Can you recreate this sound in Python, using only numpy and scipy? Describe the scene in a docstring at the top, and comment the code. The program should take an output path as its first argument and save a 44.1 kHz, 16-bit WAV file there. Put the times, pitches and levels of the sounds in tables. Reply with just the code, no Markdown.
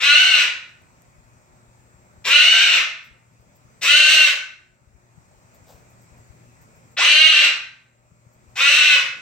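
"""A harsh screech is heard first, then four more: a cockatoo on a kitchen's tiled floor, through a doorway.
Its voice is two coupled membranes, with sum tones and chaos, filtered by a throat and echoed by the room.
Between calls lie shaped noise (room air), wavering sines (mains hum), low pulses (hands bumping the
microphones), crackle and snaps (feathers and claws). Gain control ducks each screech and recovers slowly."""
import sys
import numpy as np
from scipy import signal
from scipy.fft import rfft, irfft
from scipy.io import wavfile
from scipy.ndimage import uniform_filter1d

SR = 44100
rng = np.random.default_rng(int(sys.argv[2]) if len(sys.argv) > 2 else 0)


def int16_out(signal):
    """Quantize to a 16-bit WAV file."""
    q = np.round(np.clip(np.atleast_2d(signal).T, -1, 1) * 32767)
    wavfile.write(sys.argv[1], SR, q.astype(np.int16))


N = 406161

# room air: relative spectrum [f/Hz, level/dB per Hz]
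AIR_SPECTRUM = [(20, -19), (60, -8.5), (126, -3), (203, -9.5), (365, -18.5), (603, -14), (797, -15.5),
                (1350, -17), (1600, -22), (2500, -20.5), (2960, -32.5), (5000, -30.5), (7650, -24),
                (10100, -42.5), (15800, -38)]
# level of the air over time [t/s, level/dB], partly making up for the gain control
AIR_LEVEL = [(0, 7), (1, 6), (1.6, 0.5), (2.2, 1.5), (3.201, 3), (3.801, 3), (4.8, 0.5), (5.4, 3),
             (5.7, 3.5), (6.3, 3.5), (6.898, 3), (8, 0), (8.5, 2), (9.3, 14.5)]
# stereo image of the air: [f/Hz, left-right likeness] and [f/Hz, left minus right level/dB]
AIR_LIKENESS = [(30, 0.28), (130, 0.41), (600, 0.94), (2000, 0.15), (5000, .3), (15000, .2)]
AIR_BALANCE = [(60, 1.5), (180, 1), (550, 0.5), (1650, -1), (4970, 2), (15000, 4.5)]
AIR_DB = -57  # rms to which the level over time is added
AIR_LAG = -16 / SR  # s; negative, so air and hum reach the left first

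# mains and appliance tones: [f/Hz, rms level/dB about which each wavers, before panning]
HUM_TONES = [(119, -61), (240, -72), (360.7, -73.5), (527.6, -79.5), (602.9, -73.5), (904.4, -77),
             (1340, -79), (7600, -77)]

# hands bumping the microphones: [t/s, peak level/dB before panning, f/Hz, left minus right level/dB]
HAND_BUMPS = [(1.163, -48.5, 48.7, 23), (1.92, -45, 116, 2), (2.159, -43.5, 78.5, 9),
              (3.091, -44, 54.5, 20), (3.628, -47, 115, 17), (4.854, -47.5, 71, 21.0),
              (4.926, -44, 60.5, 19), (5.156, -42, 121.3, 19), (5.6, -47.5, 89.4, 9.5),
              (5.723, -46.5, 64.6, 13.5), (6.099, -47, 60, 14.5), (6.169, -48.5, 86.1, 10.5),
              (6.278, -44.5, 67.3, 21), (6.625, -55, 105, 0.5), (8.095, -41.5, 111.9, 12),
              (8.244, -44.5, 116.3, 15), (8.349, -56.5, 126.7, 2.0), (8.458, -43, 75.8, 8.5)]
TREMORS_PER_S, TREMOR_DB = 22, -58  # small random shifts of the hand: rate and lowest peak before panning

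# claws and feathers: [t/s, level/dB before swell and panning, fade time/s, low body level/dB]
RUSTLES = [(3.031, -53, 0.043, -6), (3.4, -65.5, 0.029, -7.5), (3.548, -58.5, .03, -8),
           (5.535, -55.5, .035, -3), (5.658, -50, 0.11, 8.5), (5.895, -60.5, .03, -8),
           (6.007, -61, 0.032, -9.5), (6.169, -65, 0.029, -8), (6.61, -58.5, 0.028, -5),
           (6.75, -63, 0.029, -9), (6.907, -64, .03, -10), (8.32, -64, 0.035, -4),
           (8.496, -66, 0.023, -5.5)]
# spectrum of the crackle: [f/Hz, relative level/dB]
RUSTLE_SPECTRUM = [(300, -12), (480, 5), (620, 1), (900, -8), (2200, -19), (4000, -13.5), (8000, -9),
                   (10000, -25), (13000, -10), (16000, -8)]
# claws on tile: [t/s, peak level/dB before panning, left minus right level/dB]
CLAW_TICKS = [(.819, -41, 5.5), (1.0204, -36.5, 6)]

# kitchen echoes: decay [f/Hz, t60/s] and stereo image [f/Hz, left-right likeness]
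KITCHEN_DECAY = [(250, .5), (660, 0.46), (1700, 0.53), (3000, 0.42), (6000, 0.44), (12000, 0.26)]
KITCHEN_LIKENESS = [(300, .93), (800, .93), (1300, .3), (2500, .45), (5000, .25), (12000, .25)]

# one row a screech: [onset t/s, release t/s, effort level/dB, release rate/(dB/s), beak opening as a factor
# on throat f, high tone level/dB, low tone level/dB, treble gained by facing the doorway/dB]
SCREECHES = [(-.012, .41, -1.5, 270, 1.027, -1, -24.5, 3.5),
             (2.242, 2.773, -1.5, 329, 1.012, -2.5, -25.5, 4),
             (3.81, 4.277, -1, 330.5, 1.042, -3, -23.5, 9), (6.961, 7.45, -.5, 290, 1.04, -6, -25.5, 1),
             (8.553, 8.953, -2, 198, 1.005, -2, -21, 5)]
# one list a screech: [t/s, high membrane f/Hz, low membrane f/Hz, roughness to be limited to 0-1]
VOICES = [
    [(0, 1256, 480, 0.57), (.025, 1400, 525.4, 0.9), (.055, 1432, 565.5, .3), (.1, 1447, 580, .12),
     (.15, 1476, 614.5, 0.12), (.18, 1500, 716.4, .6), (.23, 1542, 700, 0.81), (.32, 1522, 664.7, 0.72),
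     (.41, 1445, 560.3, 0.76), (.52, 1400, 350.5, 0.78)],
    [(2.24, 495.6, 328.8, 0.9), (2.265, 1009, 399.7, 0.96), (2.3, 1330, 538.3, 0.79),
     (2.33, 1444, 586.2, 0.04), (2.38, 1483, 612.3, 0.18), (2.42, 1525, 626, 0.68),
     (2.47, 1536, 716.4, .61), (2.63, 1549, 709, .75), (2.76, 1489, 659.8, .85), (2.88, 1451, 400.7, 0.81)],
    [(3.81, 442, 298, 1.2), (3.83, 810, 537.5, 0.94), (3.86, 1293, 570.3, 0.83), (3.89, 1422, 595, 0.24),
     (3.98, 1547, 613, 0.53), (4.06, 1540, 600.3, 0.54), (4.13, 1555, 645, 0.64), (4.24, 1536, 598, 0.49),
     (4.28, 1491, 583.7, 0.84), (4.37, 1450, 450.7, .95)],
    [(6.965, 304, 249, 0.69), (7.0, 891.4, 399.6, 0.44), (7.025, 1199, 489.6, 0.26), (7.055, 1414, 571, .8),
     (7.1, 1531, 602, .48), (7.16, 1537, 623, 0.33), (7.2, 1577, 622.6, 0.04), (7.255, 1578, 627.8, .1),
     (7.268, 1558, 644.3, 0.66), (7.37, 1532, 576.5, 0.62), (7.45, 1538, 587, 0.87), (7.54, 1520, 400, .84)],
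    [(8.554, 649.5, 348.7, 0.96), (8.57, 1043, 477.6, .9), (8.61, 1370, 549.6, 0.59),
     (8.66, 1420, 565.3, 0.47), (8.7, 1470, 600.5, 0.83), (8.8, 1487, 574.6, .75), (8.87, 1493, 595, 0.54),
     (8.95, 1466, 544, 0.61), (9.0, 1439, 523, 0.91), (9.07, 1420, 448, 0.94)],
]
# resonances of windpipe and throat at beak factor one: [f/Hz, width/Hz, relative level/dB]
THROAT = [(610, 820, -34.5), (1540, 510, -18), (2200, 1625, -8), (2849, 680, 0.5), (3990, 1700, -7),
          (6070, 2100, -15.5), (8200, 1600, -21), (11100, 830, -40.5), (13000, 1300, -31),
          (14800, 2800, -39)]
# strongest sum tones: [multiple of high f, multiple of low f], and their relative [level/dB]
LOUD_SUMS = [(0, 2), (1, 1), (0, 4), (1, 2), (2, 0), (1, 3), (1, 4), (2, 2)]
LOUD_SUMS_DB = [-4.5, -1.5, -6, 4, 2, .5, 0, 0.5]
# effort starts about this far down, closes the gap exponentially, then tires slowly
ATTACK_DB, ATTACK_S, SAG_DB_PER_S = 33.5, .021, 2.5
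# the beak narrows per dB of missing effort, up to a limit, and closes slowly with time
BEAK_PER_DB, BEAK_SHUT, BEAK_SAG_PER_S = 0.03, 0.12, .17
HIGH_ROUGH_DB, LOW_ROUGH_DB = 14, 9  # loss of each pure tone per unit roughness
HIGH_FADE = 0.16  # extra dB lost by the high tone per dB of missing effort
TAUT_HZ = 1450  # the membranes count as slack while the high one is below this

EDGE_HZ = 15950  # upper band limit


def gain_of(db):
    """Logarithmic level: 20 dB is a factor of ten in amplitude."""
    return 10 ** (np.asarray(db) / 20)


def evened(x):
    """Normalization of power: scales to an rms of one."""
    return x / np.sqrt(np.mean(x ** 2) + 1e-20)


def read(points, hz):
    """Interpolation on a logarithmic frequency axis."""
    f, value = np.transpose(points)
    return np.interp(np.log(hz + 1), np.log(f + 1), value)


def add(mix, s, sound):
    """Superposition: adds a sound in place at s seconds, cut at the end of the mix."""
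    part = mix[..., round(s * SR):][..., :sound.shape[-1]]
    part += sound[..., :part.shape[-1]]


def panned(lean_db):
    """Level difference between ears: half the lean raises the left, half lowers the right."""
    return np.array([[lean_db], [-lean_db]]) / 2


def wander(length, hz):
    """Low-passed chance: smooth noise of rms one that changes about hz times a second."""
    span = max(round(SR / hz), 2)
    smooth = uniform_filter1d(rng.standard_normal(length), span)
    return evened(uniform_filter1d(smooth, span))


def air():
    """Partly coherent noise: random short-time spectra with drifting patches and a level set over time."""
    frames, hz = N // 256 + 5, np.fft.rfftfreq(1024, 1 / SR)
    a, b, c, d, patches = rng.standard_normal((frames, 513, 5)).T
    patches = uniform_filter1d(patches, 10, 0)  # across frequency
    patches = evened(uniform_filter1d(patches, 14, 1))  # across time
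    same = np.clip(read(AIR_LIKENESS, hz), -1, 1)[:, None]
    lean = read(AIR_BALANCE, hz)[:, None] / 2
    shift = np.exp(-2j * np.pi * hz * AIR_LAG)[:, None]
    left = a + 1j * b
    right = same * left + np.sqrt(1 - same ** 2) * (c + 1j * d)
    z = np.array([shift * left * gain_of(lean), right * gain_of(-lean)])
    z *= gain_of(read(AIR_SPECTRUM, hz)[:, None] + 1.3 * patches)
    noise = evened(signal.istft(z, nperseg=1024, noverlap=768)[1][:, :N])
    level_db = np.interp(np.arange(N) / SR, *np.transpose(AIR_LEVEL))
    return gain_of(AIR_DB + level_db) * noise


def hum():
    """Amplitude and frequency modulation: appliance tones waver and reach the left first."""
    tones = np.zeros(N)
    for hz, db in HUM_TONES:
        drift = 1 + .005 * wander(N, 8)
        level = np.sqrt(2) * gain_of(db + 2.9 * wander(N, 6))
        tones += level * np.sin(2 * np.pi * np.cumsum(hz * drift) / SR)
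    return np.array([gain_of(2.0) * np.roll(tones, round(AIR_LAG * SR)), gain_of(-2.5) * tones])


def bumps():
    """Impulsive handling noise: short low pushes, stronger on the left, and many small random ones."""
    out, t = np.zeros((2, N)), np.arange(4000) / SR
    when, size, pitch, side = rng.random((round(TREMORS_PER_S * N / SR), 4)).T
    tremors = np.transpose([when * N / SR, TREMOR_DB - 1.1 * np.log(size), 35 * 4.0 ** pitch, 22 * side])
    for s, db, hz, lean_db in [*HAND_BUMPS, *tremors]:
        envelope = np.exp(-((t - .025) * hz / .55) ** 2)
        push = np.cos(2 * np.pi * hz * (t - .025)) * envelope
        add(out, s, gain_of(db + panned(lean_db)) * push)
    return out


def rustles():
    """Friction as filtered crackle: bright scrape over a duller body, swelling and fading."""
    out, t = np.zeros((2, N)), np.arange(8192) / SR
    hz = np.fft.rfftfreq(8192, 1 / SR)
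    for s, db, length, body_db in RUSTLES:
        grains = rng.standard_normal((2, 8192)) * gain_of(2.1 * wander(8192, 400))
        grains = grains + 1.5 * grains[::-1]  # shared between the ears
        colour_db = read(RUSTLE_SPECTRUM, hz) + body_db / (1 + (hz / 6000) ** 4)
        grains = irfft(rfft(grains) * gain_of(colour_db))
        u = t / max(length, .001)
        swell = np.minimum(3 * u, 1) * np.exp(-u ** 2)
        add(out, s, gain_of(db + panned(3.0)) * evened(grains) * swell)
    return out


def ticks():
    """Impact of a hard claw: differenced noise dies within about a millisecond, a bright snap."""
    out, t = np.zeros((2, N)), np.arange(600) / SR
    for s, db, lean_db in CLAW_TICKS:
        snap = np.diff(rng.standard_normal(len(t) + 1)) * np.exp(-t / .0005)
        add(out, s, gain_of(db + panned(lean_db)) * snap / abs(snap).max())
    return out


def kitchen(x):
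    """Reverberation: sparse echoes of random sign off tiles and cupboards, each band with its own decay."""
    taps = np.zeros((2, SR))
    at = np.arange(60, SR - 20, 20) + rng.integers(0, 20, (2, (SR - 61) // 20))
    np.put_along_axis(taps, at, rng.choice([-1., 1.], at.shape), 1)
    hz, t, (a, b) = signal.stft(taps, SR, nperseg=256)
    same = np.clip(read(KITCHEN_LIKENESS, hz), -1, 1)[:, None]
    z = np.array([a, same * a + np.sqrt(1 - same ** 2) * b])
    decay = gain_of(-60 * t / read(KITCHEN_DECAY, hz)[:, None])
    tail = signal.istft(z * decay, SR, nperseg=256)[1]
    return signal.fftconvolve(x[None], tail / np.linalg.norm(tail[0]), axes=1)


def sum_tone(m, n, high, low):
    """Intermodulation: one tone at m times the high plus n times the low frequency."""
    return np.cos(m * high + n * low + m * m + n * n)


def membrane_sums(high, low):
    """Nonlinear coupling: two membranes beating together give a lattice of sum tones."""
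    orders = [(m, n) for m in range(9) for n in range(5) if m + n > 1]
    sums = evened(sum(gain_of(-1.5 * m - 0.82 * n) * sum_tone(m, n, high, low) for m, n in orders))
    loud = sum(gain_of(db) * sum_tone(m, n, high, low) for (m, n), db in zip(LOUD_SUMS, LOUD_SUMS_DB))
    return evened(sums + 0.2 * loud)


def membrane_chaos(low_hz):
    """Aperiodic vibration: irregular slaps of the low membrane, each with a decaying puff of noise."""
    length = len(low_hz)
    loose = np.cumsum(low_hz * (1 + .12 * wander(length, 300))) / SR  # cycles come early or late
    slaps = np.diff(np.floor(loose), prepend=0) * gain_of(3.1 * rng.standard_normal(length))
    puffs = (0.16 + np.exp(-(loose % 1) / 0.23)) * rng.standard_normal(length)
    chaos = evened(0.49 * evened(slaps) + 0.98 * evened(puffs))
    return chaos * gain_of(2.5 * wander(length, 90))


def throat(source, t, beak, slack, facing_db):
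    """Source-filter principle: throat resonances move with the beak and flatten while membranes are slack."""
    f, frames, z = signal.stft(source, SR, nperseg=512, noverlap=384)
    f, frames = f[:, None], frames + t[0]
    opening = np.interp(frames, t, beak)
    response = sum(gain_of(db) / (1 + (2 * (f - centre * opening) / width) ** 2) ** 2
                   for centre, width, db in THROAT)
    response = response ** (1 - .45 * np.interp(frames, t, np.sqrt(slack)))
    response = response * gain_of(facing_db / (1 + (6000 / (f + 1)) ** 4))  # treble towards the doorway
    return evened(signal.istft(z * response, SR, nperseg=512, noverlap=384)[1][:len(t)])


def screech(voice, onset, release, effort_db, release_db_per_s, open_beak, high_db, low_db, facing_db):
    """Coupled oscillators: effort and tension set the share of tones and chaos passing the throat."""
    s, *columns = np.transpose(voice)
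    t = np.arange(s[0], s[-1], 1 / SR)
    high_hz, low_hz, rough = (np.interp(t, s, c) for c in columns)
    lack_db = ATTACK_DB * np.exp(-(t - onset) / ATTACK_S) + release_db_per_s * np.maximum(t - release, 0)
    beak = open_beak - np.minimum(BEAK_PER_DB * lack_db, BEAK_SHUT) - BEAK_SAG_PER_S * (t - onset)
    slack = np.clip(1 - high_hz / TAUT_HZ, 0, 1)
    rough = np.clip(rough, 0, 1) * (1 - np.sqrt(slack) * .2)

    # phases in radians; roughness unsteadies both membranes
    high = 2 * np.pi * np.cumsum(high_hz * (1 + .025 * rough ** 2 * wander(len(t), 70))) / SR
    low = 2 * np.pi * np.cumsum(low_hz * (1 + .035 * rough * wander(len(t), 90))) / SR
    overtones = evened(sum(np.cos(m * high) for m in range(2, 11)))
    # slackness trades the sum tones for overtones of the high membrane alone
    voiced = (1 - slack) ** 2 * membrane_sums(high, low) + 2.3 * slack * overtones
    source = np.sqrt(1 - rough) * voiced + np.sqrt(rough) * membrane_chaos(low_hz)
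    call = throat(source, t, beak, slack, facing_db)

    # the two fundamentals bypass the throat
    high_level_db = high_db - HIGH_ROUGH_DB * rough - HIGH_FADE * lack_db + 3.0 * rough * wander(len(t), 40)
    low_level_db = low_db - LOW_ROUGH_DB * rough + 3.0 * rough * wander(len(t), 40)
    tones = gain_of(high_level_db) * np.sin(high) + gain_of(low_level_db) * np.sin(low)
    fade = np.minimum(np.minimum(t - s[0], s[-1] - t) / 0.0062, 1)
    effort = gain_of(effort_db - lack_db - SAG_DB_PER_S * (t - onset))
    return s[0], effort * (call + tones) * fade


def scene():
    """Superposition: direct and reverberant screeches, each with fresh echoes, over the quiet sounds."""
    out = air() + hum() + bumps() + rustles() + ticks()
    for voice, row in zip(VOICES, SCREECHES):
        s, call = screech(voice, *row)
        direct = np.array([gain_of(-4.0) * np.roll(call, -2), gain_of(-7.0) * call])  # left leads by 2 samples
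        add(out, s, direct)
        add(out, s, gain_of(-2.0) * kitchen(call))
    return out


def record(dry):
    """Dynamic compression: gain falls quickly and recovers slowly, between a bass cut and a band limit."""
    dry = signal.sosfilt(signal.butter(2, 48, "high", fs=SR, output="sos"), dry)
    power_db = 10 * np.log10(abs(uniform_filter1d((dry ** 2).mean(0), 2000)) + 1e-12)
    fall = np.arange(N) * 26.5 / SR  # the held level falls 26.5 dB a second
    held_db = np.maximum.accumulate(power_db + fall) - fall
    over_db = np.maximum(held_db + 34, 0)  # excess above -34 dB
    ducked = dry / gain_of(0.3 * uniform_filter1d(over_db, 400))
    ducked = ducked / (1 + ducked ** 4) ** .25  # peaks round off near full scale
    band = signal.firwin(1023, EDGE_HZ, window=("kaiser", 9), fs=SR)
    return signal.oaconvolve(ducked, band[None], "same")


dry = scene()
out = record(dry)
int16_out(out)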